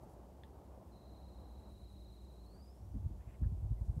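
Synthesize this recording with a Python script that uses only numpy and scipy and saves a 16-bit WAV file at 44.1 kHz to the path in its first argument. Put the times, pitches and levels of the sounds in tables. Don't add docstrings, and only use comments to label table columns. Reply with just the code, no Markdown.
import sys
import numpy as np
from scipy import signal
from scipy.fft import rfft, irfft
from scipy.io import wavfile
from scipy.ndimage import uniform_filter1d

SR = 44100
rng = np.random.default_rng(int(sys.argv[2]) if len(sys.argv) > 2 else 0)


def store_wav(level_fs):
    pcm = np.round(np.clip(np.atleast_2d(level_fs), -1, 1) * 32767)
    wavfile.write(sys.argv[1], SR, pcm.T.astype(np.int16))


N = 176400
TIME_S = np.arange(N) / SR

# pitch_hz, width_hz, level_db
DRONE_RESONANCES = [(62.8, 18, -55.5), (103.6, 42, -67.5), (194.8, 40, -68), (306, 37, -74),
                    (362.6, 55, -73)]
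# time_s, gain_db
DRONE_SWELL = [(0, -3), (1.0, -1.5), (1.35, 2.5), (2.55, 0.5), (2.75, -2), (4, 0)]
# frequency_hz, relative_db
RUSH_SPECTRUM = [(30, -14), (55, -4), (140, 4), (250, -0.5), (460, -3), (600, -1.5), (850, -5), (1100, -12),
                 (1400, -20.5), (2200, -33.5), (5000, -52), (16000, -86)]
# time_s, level_db
RUSH_LEVELS = [(0, -59.5), (.07, -58.3), (.37, -61.5), (.68, -59.7), (.97, -61.7), (1.3, -60.8),
               (1.56, -61.5), (1.685, -58.8), (1.72, -64), (1.79, -66.3), (2.2, -65.8), (2.6, -64.5),
               (3.0, -65.3), (3.7, -64.3), (4, -63)]

def turbine():
    drone = sum(undb(db) * even(resonance(hz, width), .12) for hz, width, db in DRONE_RESONANCES)
    flutter_db = .7 * wander(9.7)
    rush = coloured(RUSH_SPECTRUM) * undb(curve(RUSH_LEVELS) + flutter_db)
    return drone * undb(curve(DRONE_SWELL)) + rush


# time_s, pitch_hz, level_db
WHINE_COURSE = [(.918, 4020, -77), (1.5, 4013, -78.5), (1.8, 3990, -76), (2.06, 3983, -74.5),
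                (2.28, 3985, -78.5), (2.44, 4046, -77.5), (2.58, 4650, -78.5), (2.68, 5020, -76.5),
                (2.76, 5330, -88), (2.98, 6230, -95), (3.12, 6900, -101), (3.3, 7520, -91),
                (3.42, 7800, -102)]
# lag_s, gain_db
WHINE_ECHOES = [(.00325, -7), (.0085, -12), (.021, -14)]

def whine():
    warble_per_s, depth_hz, climb_s, edge_s = 25.03, 182, 2.417, .0044
    crest_s = np.where(TIME_S < climb_s, .928, 2.507)
    warble_hz = depth_hz * np.cos(2 * np.pi * warble_per_s * (TIME_S - crest_s))
    pitch_hz = curve(WHINE_COURSE) + warble_hz + 11 * wander(200)
    start_s, end_s = WHINE_COURSE[0][0], WHINE_COURSE[-1][0]
    gate = np.clip(np.minimum(TIME_S - start_s, end_s - TIME_S) / edge_s, 0, 1)
    level_db = curve(WHINE_COURSE, column=2) + 1.1 * wander(77)
    direct = gate * undb(level_db) * tone(pitch_hz)
    echoes = sum(undb(db) * np.interp(TIME_S - lag_s - .00004 * wander(1.3), TIME_S, direct)
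                 for lag_s, db in WHINE_ECHOES)
    return direct + echoes


# pitch_hz, relative_db, t60_s
SWITCH_MODES = [(1730, -10, 0.05), (1840, -3, 0.023), (3050, -7, 0.01), (3450, -2.5, 0.022),
                (3540, -5, 0.027), (3900, -13, .01), (5250, -23, 0.011)]

def switch_click():
    return undb(-56) * strike(SWITCH_MODES, start_s=.4351, attack_s=.00026, tail_db=-16.5, tail_t60_s=.12)


# time_s, level_db
WIND_PUSH = [(0, -85.5), (2.76, -72), (2.82, -52.5), (3.0, -45), (3.15, -49.5), (3.35, -53.5), (3.45, -42),
             (3.75, -45), (4, -46)]
# peak_s, half_length_s, rumble_db, flutter_db
WIND_BUFFETS = [(2.959, 0.012, -39, -43.5), (3.059, 0.011, -34, -55), (3.108, 0.012, -45.5, -49.5),
                (3.279, 0.0076, -43, -68), (3.425, 0.0093, -31, -44.5), (3.462, 0.013, -30.5, -46.5),
                (3.526, 0.0065, -29.5, -53.5), (3.651, 0.02, -37, -61), (3.719, 0.0076, -28, -48),
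                (3.819, 0.0059, -32.5, -58), (3.894, 0.013, -33, -54.5), (3.977, 0.011, -32.5, -45)]
# frequency_hz, relative_db
RUMBLE_SPECTRUM = [(18, -49.5), (35, -15.5), (50, 4), (72, -1.5), (100, -3), (130, -13), (200, -29),
                   (300, -47), (600, -75), (3000, -120)]
# frequency_hz, relative_db
FLUTTER_SPECTRUM = [(30, -46), (60, -25.5), (120, -2), (200, 2.5), (280, -8), (370, -22.5), (700, -47),
                    (3000, -110)]

def wind_on_microphone():
    buffet_power = sum((undb(db) * swell(at, half)) ** 2 for at, half, db, _ in WIND_BUFFETS)
    rumble_gain = np.sqrt(undb(curve(WIND_PUSH)) ** 2 + buffet_power)
    flutter_gain = sum(undb(db) * swell(at, half) for at, half, _, db in WIND_BUFFETS)
    rumble = rumble_gain * even(coloured(RUMBLE_SPECTRUM), .031)
    return rumble + flutter_gain * even(coloured(FLUTTER_SPECTRUM), .014)


# pitch_hz, relative_db, t60_s
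DRY_TICK_MODES = [(1300, 0, .016), (1510, -1, .017), (1700, -1.5, .017)]

def dry_tick():
    tick = strike(DRY_TICK_MODES, start_s=3.4332, attack_s=.0014, tail_db=-12.5, tail_t60_s=.098)
    return undb(-56.5) * tick


# peak_s, half_length_s, centre_hz, width_hz, level_db
CLOSE_RUSTLES = [(0.035, 0.014, 9600, 9000, -80.5), (0.118, 0.028, 9000, 10000, -79),
                 (2.568, .02, 1500, 600, -80), (3.216, 0.016, 1830, 1200, -77.5),
                 (3.3, 0.027, 1950, 1600, -75.5), (3.348, 0.013, 1950, 1700, -76),
                 (3.865, 0.016, 7540, 5000, -80.5), (3.966, 0.016, 8500, 6000, -82)]

def rustles():
    def band(hz, width):
        return noise(lambda f: np.exp(-2 * ((f - hz) / width) ** 2))
    grain = even(undb(2.5 * wander(170)), .026)
    scuffs = sum(undb(db) * swell(at, half) * band(hz, width) for at, half, hz, width, db in CLOSE_RUSTLES)
    return grain * scuffs


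def squeak():
    peak_s, fall_hz_per_s = 3.786, 8900
    pitch_hz = 2020 - fall_hz_per_s * (TIME_S - peak_s) + 85 * wander(200)
    return undb(-82) * swell(peak_s, half_length_s=.012) * tone(pitch_hz)


# time_s, level_db
RASP_LEVELS = [(0, -104), (1.1, -99), (1.6, -85), (2.7, -84.5), (3.1, -91), (4, -84)]

def insect():
    strokes_per_s, crest_s, depth = 9.5, 1.815, .61
    stroke = 1 - depth * np.sin(np.pi * strokes_per_s * (TIME_S - crest_s)) ** 2
    return undb(curve(RASP_LEVELS)) * stroke * resonance(8700, width_hz=5200)


# frequency_hz, relative_db
HISS_SPECTRUM = [(200, -5.5), (2000, 1), (4500, 0), (8500, -0.75), (10500, -1.5), (13000, -1.5),
                 (13800, -.5), (15000, -10), (16000, -2)]

def hiss():
    return coloured(HISS_SPECTRUM) * undb(-78.5 + .12 * wander(8.6))


def strike(modes, start_s, attack_s, tail_db, tail_t60_s):
    age = np.maximum(TIME_S - start_s, 0)
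    ring = sum(undb(db - 60 * age / t60) * np.sin(2 * np.pi * hz * age) for hz, db, t60 in modes)
    scatter = sum(undb(db) * resonance(hz, hz / 5) for hz, db, _ in modes)
    tail = scatter * undb(tail_db - 60 * age / tail_t60_s)
    onset = 1 - np.exp(-(age / attack_s) ** 2)
    return (ring + tail) * onset


def undb(db):
    return 10 ** (np.asarray(db) / 20)


def curve(rows, column=1):
    rows = np.array(rows)
    return np.interp(TIME_S, rows[:, 0], rows[:, column])


def tone(pitch_hz):
    return np.sqrt(2) * np.sin(2 * np.pi * np.cumsum(pitch_hz) / SR)


def noise(gain):
    hz = np.maximum(np.fft.rfftfreq(N, 1 / SR), 1)
    shaped = irfft(rfft(rng.standard_normal(N)) * gain(hz), N)
    return shaped / np.std(shaped)


def coloured(spectrum):
    hz, db = np.array(spectrum).T
    return noise(lambda f: undb(np.interp(np.log(f), np.log(hz), db)))


def resonance(hz, width_hz):
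    return noise(lambda f: 1 / (1 + ((f * f - hz * hz) / (f * width_hz)) ** 2))


def even(x, seconds):
    window = max(int(seconds * SR), 2)
    power = uniform_filter1d(uniform_filter1d(x * x, window), window)
    return x / np.sqrt(power + 1e-9)


def wander(rate_hz):
    return noise(lambda f: 1 / (1 + (f / rate_hz) ** 4))


def swell(peak_s, half_length_s):
    return np.exp(-.5 * ((TIME_S - peak_s) / half_length_s) ** 2)


def scene():
    background = hiss() + insect()
    close_by = dry_tick() + rustles() + squeak()
    return (turbine() + whine() + switch_click() + wind_on_microphone() + close_by + background)[None]


def record(dry):
    low_cut_hz, top_hz, fade_s = 35, 15650, .004
    low_cut = signal.butter(4, low_cut_hz, "high", fs=SR, output="sos")
    top_cut = signal.ellip(10, .2, 70, top_hz, fs=SR, output="sos")
    fade = np.sin(np.pi / 2 * np.clip(TIME_S[::-1] / fade_s, 0, 1)) ** 2
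    return signal.sosfilt(top_cut, fade * signal.sosfilt(low_cut, dry))


dry = scene()
out = record(dry)
store_wav(out)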